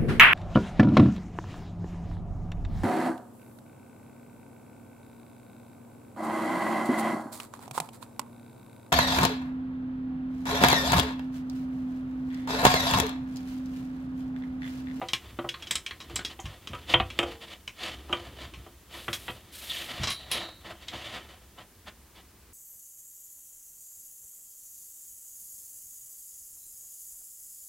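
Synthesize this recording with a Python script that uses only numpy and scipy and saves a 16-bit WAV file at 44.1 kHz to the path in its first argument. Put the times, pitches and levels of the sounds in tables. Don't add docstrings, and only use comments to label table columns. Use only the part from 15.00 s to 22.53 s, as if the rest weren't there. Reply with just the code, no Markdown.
import sys
import numpy as np
from scipy import signal
from scipy.fft import rfft, irfft, next_fast_len
from scipy.io import wavfile

SR = 44100
rng = np.random.default_rng(int(sys.argv[2]) if len(sys.argv) > 2 else 0)


def master(y):
    cut = np.clip(np.atleast_2d(y).T, -1, 1)
    pcm = np.round(cut * 32767)
    wavfile.write(sys.argv[1], SR, pcm.astype(np.int16))


N = 332154
TIME = np.arange(N) / SR
HIT = np.arange(SR // 2) / SR
BODY_HZ, EDGE_HZ, TOP_HZ = 1500, 4300, 16000

# frequency_hz, relative_db
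ROOM_AIR = [(15, -51), (25, -14.5), (43, -8), (64, -2), (82, -9.5), (141, -22.5), (184, -11), (284, -20),
            (637, -23.5), (881, -21.5), (3990, -28.5), (5520, -29), (15800, -30)]
SLEEVE_COLOUR = [(1000, -7.5), (3500, 6), (6000, -3), (10000, 0), (13500, -1), (16000, -10)]
FRICTION_COLOUR = [(40, -9.5), (130, 7.5), (350, 7), (650, 6.5), (1050, 9.5), (1400, 3), (1900, 0.5),
                   (2500, 5), (3250, 2.5), (3900, -6.5), (4700, -20), (6500, -4.5), (11000, -9),
                   (15500, -18.5)]
RUB_BODY_BAND = [(900, -7), (1500, -10.5), (2600, -20.5), (5000, -57)]
RUB_MIDDLE_BAND = [(400, -41), (1200, -26), (1800, -3), (3500, 4), (4600, 13), (7000, -9.5), (14000, -45)]
RUB_EDGE_BAND = [(1500, -37), (3500, 3), (5200, -8.5), (7000, -3.5)]
WOOD_DENSE = [(35, -43.5), (100, -21), (300, 4), (800, -2), (1300, -1), (1700, -12), (2500, -1.5),
              (3300, -3), (4000, -9), (5000, -27), (8000, -26.5), (15000, -56)]
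PLASTIC_DENSE = [(150, 5.5), (700, -3.5), (1100, -2.5), (1600, -5), (2400, 4), (3200, -5.5), (4300, 10),
                 (6000, -0.5), (8200, -8.5), (9500, -15.5), (11000, -14), (15500, -28)]
RUMBLE_COLOUR = [(25, -18), (45, -19.5), (66, 5.5), (100, -7.5), (170, -17), (350, -12.5), (700, -33.5),
                 (2000, -51.5), (8000, -74)]
HISS_COLOUR = [(30, -4.5), (150, -3.5), (600, -5), (2500, -14), (6000, -7.5), (12000, -6), (16000, -7.5)]

# pitch_hz, relative_db, t60_s
STAND_MODES = [(64, 1, 0.21), (96.2, -2, 0.35), (130.7, -3, 0.25), (215.5, 0.5, 0.082)]
SAW_TOP_MODES = [(307, -5, .45), (458, 0, .73), (678, 0, .34), (818, -4, .52), (947, -6, .43)]
BAR_MODES = [(3203, -8, .4), (3715, -10, .5), (3779, -3, .62), (3815, -9, .5), (3870, -8, .4),
             (3978, -2, .48), (4048, -2, .38), (4285, -9, .55), (4560, -17, .5)]
WOOD_MODES = [(132.3, -4.5, 0.24), (229, -16, 0.144), (277, -4, 0.084), (345.7, 3.5, 0.21),
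              (503.6, -4, 0.26), (576.5, -2, 0.198), (660, 5, 0.057), (764, 4.5, 0.1), (976, 0.5, 0.15),
              (1165, 5, 0.065), (1290, 2.5, 0.063), (1953, -1, 0.042), (2230, -26.5, 0.068),
              (2558, 3.5, 0.039), (2920, -2, 0.015), (3145, 6, 0.075), (3420, -32, 0.082)]
PLASTIC_MODES = [(1074, -7.5, 0.041), (1227, -23, 0.097), (1370, -21.5, 0.03), (2070, -51, 0.021),
                 (2450, -40, 0.011), (2850, -10, 0.03), (3044, -5, 0.02), (3280, -12, 0.089),
                 (4680, -15, 0.076), (5830, -45, 0.013), (7320, -27, .05)]
# pitch_hz, width_hz, relative_db
HOLLOW_MODES = [(626.5, 110, 1.5), (1319, 130, -4.5), (1865, 270, -1), (2230, 170, -7.5), (2737, 40, -3.5),
                (2990, 66, 2), (3493, 45, -6.5)]

# start_s, end_s, rumble_db, creep_db
HAND_HOLDS = [(0, 2.27, -52, -62), (2.8, 3.58, -50.5, -62.5), (3.92, 6.25, -57.5, -67)]
# start_s, level_db
STAND_PUSHES = [(.325, -41.5), (0.643, -47), (1.028, -48), (1.13, -37), (1.442, -30), (1.697, -35.5),
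                (1.94, -26.5), (2, -23.5), (3.121, -37), (3.574, -40), (4.088, -34), (4.292, -37),
                (4.998, -26), (5.95, -44)]
# start_s, level_db, attack_s, hold_s, release_s
SLEEVE_SWISHES = [(3.9, -52, 0.045, 0.36, 0.056), (4.128, -38.5, .004, .012, 0.013),
                  (4.514, -45, 0.029, 0.27, 0.1)]
# start_s, level_db, attack_s, hold_s, release_s
RASP_CATCHES = [(4.69, -35.5, 0.01, 0.016, 0.011), (4.755, -41, .015, .02, .02)]
# start_s, level_db
BAR_STRIKES = [(5.071, -39), (5.105, -36), (5.314, -33), (5.42, -41)]
# start_s, pitch_hz, level_db, t60_s
PLATE_SNAPS = [(0.1345, 10100, -37, 0.036), (.709, 7850, -23.5, .049), (0.755, 7850, -25, 0.041),
               (1.157, 7660, -25, 0.047), (1.4, 6600, -42.5, 0.1), (5.101, 10040, -37.5, 0.21),
               (5.3139, 10300, -31.5, 0.18)]

# fastest_s, level_db, body_db, length_s
RUB_STROKES = [(1.315, -49, -1, 0.031), (1.492, -54.5, 2.5, 0.11), (1.914, -33.5, -3, 0.037),
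               (2.426, -45, -1, 0.029), (2.508, -46.5, -1.5, .055), (2.853, -39.5, -2.5, 0.096),
               (3.186, -50, 4.5, 0.13), (3.412, -50, -0.5, 0.078), (3.976, -47, -0.5, 0.085),
               (4.64, -49.5, 0.5, 0.043), (4.747, -38.5, -9.5, 0.098), (4.956, -46, -1.5, 0.27),
               (5.364, -39.5, -1.5, 0.078), (5.429, -51, 6, .1), (5.688, -52, 7, 0.066),
               (5.83, -50.5, -2, 0.028), (5.942, -47, 6, 0.025), (6.044, -48, 0, 0.21),
               (6.158, -44, 2.5, 0.052), (6.28, -62, 4, 0.19), (6.601, -58, 7, 0.051),
               (6.879, -48, 4.5, 0.02), (7.176, -57, .5, 0.044)]
# start_s, level_db, body_db, edge_db, chatter_s, spot_hz (resonance the struck spot favours)
WOOD_KNOCKS = [(.0155, -44.5, 12, -19, 0.023, 760), (.3885, -44, 12, -26, .005, 254),
               (.443, -59, 23, -13, 0.007, 770), (1.098, -54.5, 6, -4, 0.019, 414),
               (1.391, -48, 5.5, -22, 0.0061, 790), (1.733, -43, 2, -17, 0.0074, 1310),
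               (1.75, -44.5, -8, -13, 0.0032, 1140), (1.9385, -23, -4.5, -23.5, 0.0015, 2030),
               (1.9415, -18, -6, -32, 0.00081, 3160), (1.9995, -29.5, 2, -31, 0.0045, 770),
               (2.1897, -23, -6.5, -9.5, 0.0034, 3490), (2.229, -34.5, 3, -13, 0.0052, 520),
               (3.095, -54, 15, -12, 0.015, 322), (3.127, -26, -5, -17, 0.0071, 3070),
               (3.664, -62, 12.5, -10, 0.011, 367), (4.081, -35.5, 0, -20, 0.0053, 1600),
               (4.281, -36.5, -3, -30, .025, 215)]
# start_s, level_db, body_db, chatter_s, spot_hz
CLAMP_CLICKS = [(0.0857, -34.5, -21, 0.0027, 3780), (0.1332, -24.5, -14, 0.0023, 3320),
                (.4893, -31.5, -28, 0.0024, 3080), (0.541, -42, -5, 0.0016, 1360),
                (0.623, -41.5, -12, 0.0035, 3270), (.67, -42, -19, 0.0065, 3500),
                (.709, -27, -17, 0.0045, 3700), (0.7542, -28.5, -18, 0.0045, 4000),
                (0.8628, -34.5, -26, .0017, 2920), (0.9091, -39.5, -9, 0.0032, 1850),
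                (1.003, -41.5, -10, 0.013, 3870), (1.1593, -31, -12.5, .0044, 4330),
                (1.191, -41.5, 0, 0.003, 1500), (1.2486, -30, -19.5, .0015, 4020),
                (1.455, -43.5, -6, .01, 2900), (1.673, -39.5, -11, 0.0014, 3030),
                (2.102, -41.5, -11, 0.0018, 2530), (2.6766, -37.5, -13, 0.0024, 2600),
                (3.537, -46.5, -8, 0.022, 2570), (4.13, -30.5, -16, 0.0062, 3660),
                (5.034, -28.5, -9.5, 0.028, 4230), (5.072, -28, -8.5, 0.029, 4400),
                (5.105, -31.5, -11, .03, 4300), (5.3151, -27, -16, 0.017, 3840),
                (5.8828, -36, -27, .001, 3860)]


def undb(db):
    return 10 ** (np.asarray(db) / 20)


def rms(x):
    return np.sqrt(np.mean(x ** 2)) + 1e-12


def fade(t60):
    return np.exp(-np.log(1000) * HIT / t60)


def add(track, start_s, sound):
    start = int(start_s * SR)
    track[start:start + len(sound)] += sound[:N - start]


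def tint(x, colour):
    hz, db = np.transpose(colour)
    length = next_fast_len(len(x))
    bins_hz = np.arange(length // 2 + 1) * SR / length
    gain = undb(np.interp(np.log(bins_hz + 1), np.log(hz), db))
    out = irfft(rfft(x, length) * gain, length)[:len(x)]
    return out / rms(out)


def noise(colour, size):
    return tint(rng.standard_normal(size), colour)


def flutter(hz):
    return np.interp(TIME * hz, np.arange(4096), rng.standard_normal(4096))


def swell(start_s, attack_s, hold_s, release_s):
    lag = TIME - start_s
    return np.clip(lag / attack_s, 0, 1) * np.exp(-np.maximum(lag - attack_s - hold_s, 0) / release_s)


def swells(events):
    return sum(undb(db) * swell(start_s, *shape) for start_s, db, *shape in events)


def resonate(x, hz, width):
    return signal.lfilter(*signal.iirpeak(hz, 1 / width, fs=SR), x)


def ring(modes, scatter_db=0.5, detune=0):
    out = np.zeros(len(HIT))
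    for hz, db, t60 in modes:
        weight, drift, polarity = rng.standard_normal(3)
        tone = np.sin(2 * np.pi * hz * (1 + detune * drift) * HIT)
        out += np.sign(polarity) * undb(db + scatter_db * weight) * fade(t60) * tone
    return out


def registers(x):
    bands = [(4, BODY_HZ, "low"), (4, [BODY_HZ, EDGE_HZ], "band"), (8, EDGE_HZ, "high")]
    return [signal.sosfilt(signal.butter(*band, fs=SR, output="sos"), x) for band in bands]


def blows(events, modes, dense_colour, dense_db, dense_t60, crack_db, crack_t60,
          chatter_db, detune, spot_db):
    out = np.zeros(N)
    attack = SR // 40
    dense_decay = (undb(crack_db) * fade(crack_t60)) ** 2 + fade(dense_t60) ** 2
    for start_s, db, body_db, edge_db, chatter_s, spot_hz in events:
        slips = rng.standard_normal(attack) ** 3 * np.exp(-HIT[:attack] / chatter_s)
        force = undb(chatter_db) * slips / np.linalg.norm(slips)
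        force[0] += 1
        tones = signal.fftconvolve(ring(modes, scatter_db=1, detune=detune), force)[:len(HIT)]
        energy = np.abs(signal.fftconvolve(dense_decay, force ** 2)[:len(HIT)])
        dense = noise(dense_colour, len(HIT)) * np.sqrt(energy)
        part = tones / rms(tones) + undb(dense_db) * dense / rms(dense)
        part = part + undb(spot_db) * resonate(part, spot_hz, width=0.2)
        for band, relative_db in zip(registers(part), (body_db, 0, edge_db)):
            add(out, start_s, undb(db + relative_db) * band / rms(band[:attack]))
    return out


def diffuse_tail(x, body_t60=0.15, middle_t60=0.14, edge_t60=0.147, build_s=0.0093):
    body, middle, edge = registers(rng.standard_normal(len(HIT)))
    tail = body * fade(body_t60) + middle * fade(middle_t60) + 0.95 * edge * fade(edge_t60)
    tail *= np.clip(HIT / build_s - 0.5, 0, 1)
    return signal.fftconvolve(x, tail / np.linalg.norm(tail))[:N]


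def hand_pressure(grip_s=0.015, let_go_s=0.21, sway_db=4, sway_hz=7):
    gains = sum(undb([[rumble_db], [creep_db]]) * swell(start_s, grip_s, end_s - start_s, let_go_s)
                for start_s, end_s, rumble_db, creep_db in HAND_HOLDS)
    return gains * undb(sway_db * flutter(sway_hz))


def stand(rumble_gain, push_s=0.0037, rest_db=-59):
    thuds = np.zeros(N)
    for start_s, db in STAND_PUSHES:
        thud = ring(STAND_MODES, scatter_db=2, detune=0.07) * (1 - np.exp(-HIT / push_s))
        add(thuds, start_s, undb(db) * thud / np.abs(thud).max())
    return thuds + noise(RUMBLE_COLOUR, N) * np.hypot(rumble_gain, undb(rest_db))


def sleeve(grain_db=2.2, flutter_db=1.7, flutter_hz=90):
    sizes = np.minimum(rng.exponential(size=N), 4)
    fibres = tint(rng.standard_normal(N) * undb(grain_db * sizes), SLEEVE_COLOUR)
    return fibres * swells(SLEEVE_SWISHES) * undb(flutter_db * flutter(flutter_hz))


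def rasping(pitch_hz=3460, slips_per_s=416, scatter_db=3):
    slips = (rng.random(N) < slips_per_s / SR) * undb(scatter_db * rng.standard_normal(N))
    tone = resonate(slips, pitch_hz, width=0.08)
    tone = resonate(tone, pitch_hz, width=0.73)
    return tone / rms(tone) * swells(RASP_CATCHES)


def scraping(creep_gain, grain_db=1.5, boards_db=-9, hollow_db=-4, creep_body_db=2, edge_db=-6):
    sizes = np.minimum(rng.exponential(size=N), 3)
    catches = rng.standard_normal(N)
    judder_db = 2.5 * flutter(hz=110)
    grip_db = 1.87 * flutter(hz=28)
    catches *= undb(grain_db * sizes + judder_db + grip_db)
    boards = signal.fftconvolve(catches, ring(WOOD_MODES))[:N]
    hollow = sum(undb(db) * resonate(catches, hz, width_hz / hz) for hz, width_hz, db in HOLLOW_MODES)
    rub = tint(catches, FRICTION_COLOUR)
    rub += undb(boards_db) * boards / rms(boards) + undb(hollow_db) * hollow / rms(hollow)
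    powers = (undb([[creep_body_db], [0], [edge_db]]) * creep_gain) ** 2
    for fastest_s, db, body_db, length_s in RUB_STROKES:
        near = slice(*np.searchsorted(TIME, [fastest_s - 0.5, fastest_s + 0.5]))
        lag = TIME[near] - fastest_s
        ramp_s = length_s * np.where(lag < 0, 0.45, 0.55)
        speed = np.exp(-(lag / ramp_s) ** 2)
        powers[:, near] += undb([[db + body_db], [db], [db + edge_db]]) ** 2 * speed
    bands = (RUB_BODY_BAND, RUB_MIDDLE_BAND, RUB_EDGE_BAND)
    return sum(np.sqrt(power) * tint(rub, band) for power, band in zip(powers, bands))


def saw_top(start_s=2.19, level_db=-36):
    out = np.zeros(N)
    add(out, start_s, undb(level_db) * ring(SAW_TOP_MODES))
    return out


def steel_bar():
    out = np.zeros(N)
    for start_s, db in BAR_STRIKES:
        add(out, start_s, undb(db) * ring(BAR_MODES))
    return out


def locking_plates():
    out = np.zeros(N)
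    for start_s, hz, db, t60 in PLATE_SNAPS:
        cluster = resonate(rng.standard_normal(len(HIT)), hz, width=0.087)
        add(out, start_s, undb(db) * cluster / rms(cluster) * fade(t60))
    return out


def wood_knocks():
    return blows(WOOD_KNOCKS, WOOD_MODES, WOOD_DENSE, dense_db=-1, dense_t60=0.054,
                 crack_db=6, crack_t60=0.0073, chatter_db=2, detune=0.0016, spot_db=5.5)


def clamp_clicks(edge_db=-5, edge_at_hz=3340, db_per_octave=8.5):
    clicks = [(start_s, db, body_db, edge_db + db_per_octave * np.log2(hz / edge_at_hz), chatter_s, hz)
              for start_s, db, body_db, chatter_s, hz in CLAMP_CLICKS]
    return blows(clicks, PLASTIC_MODES, PLASTIC_DENSE, dense_db=5, dense_t60=0.11,
                 crack_db=8.5, crack_t60=0.013, chatter_db=5, detune=0.018, spot_db=5)


def scene(echo_db=-11, stereo_spread_db=-41, air_db=-57.5, hiss_db=-63.5, low_cut_hz=48):
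    work = wood_knocks() + clamp_clicks()
    rumble_gain, creep_gain = hand_pressure()
    work += scraping(creep_gain) + steel_bar() + saw_top() + locking_plates() + sleeve() + rasping()
    low_cut = signal.butter(2, low_cut_hz, "high", fs=SR, output="sos")
    direct = signal.sosfilt(low_cut, work + stand(rumble_gain))
    echo = undb(echo_db) * diffuse_tail(work)
    mid = direct + echo + undb(air_db) * noise(ROOM_AIR, N)
    side = undb(hiss_db) * noise(HISS_COLOUR, N) + undb(stereo_spread_db) * diffuse_tail(work)
    return np.array([mid + side, mid - side])


def record(dry):
    high_cut = signal.ellip(10, 0.2, 70, TOP_HZ, fs=SR, output="sos")
    return signal.sosfilt(high_cut, np.clip(dry, -1, 1))


dry = scene()
out = record(dry)
master(out)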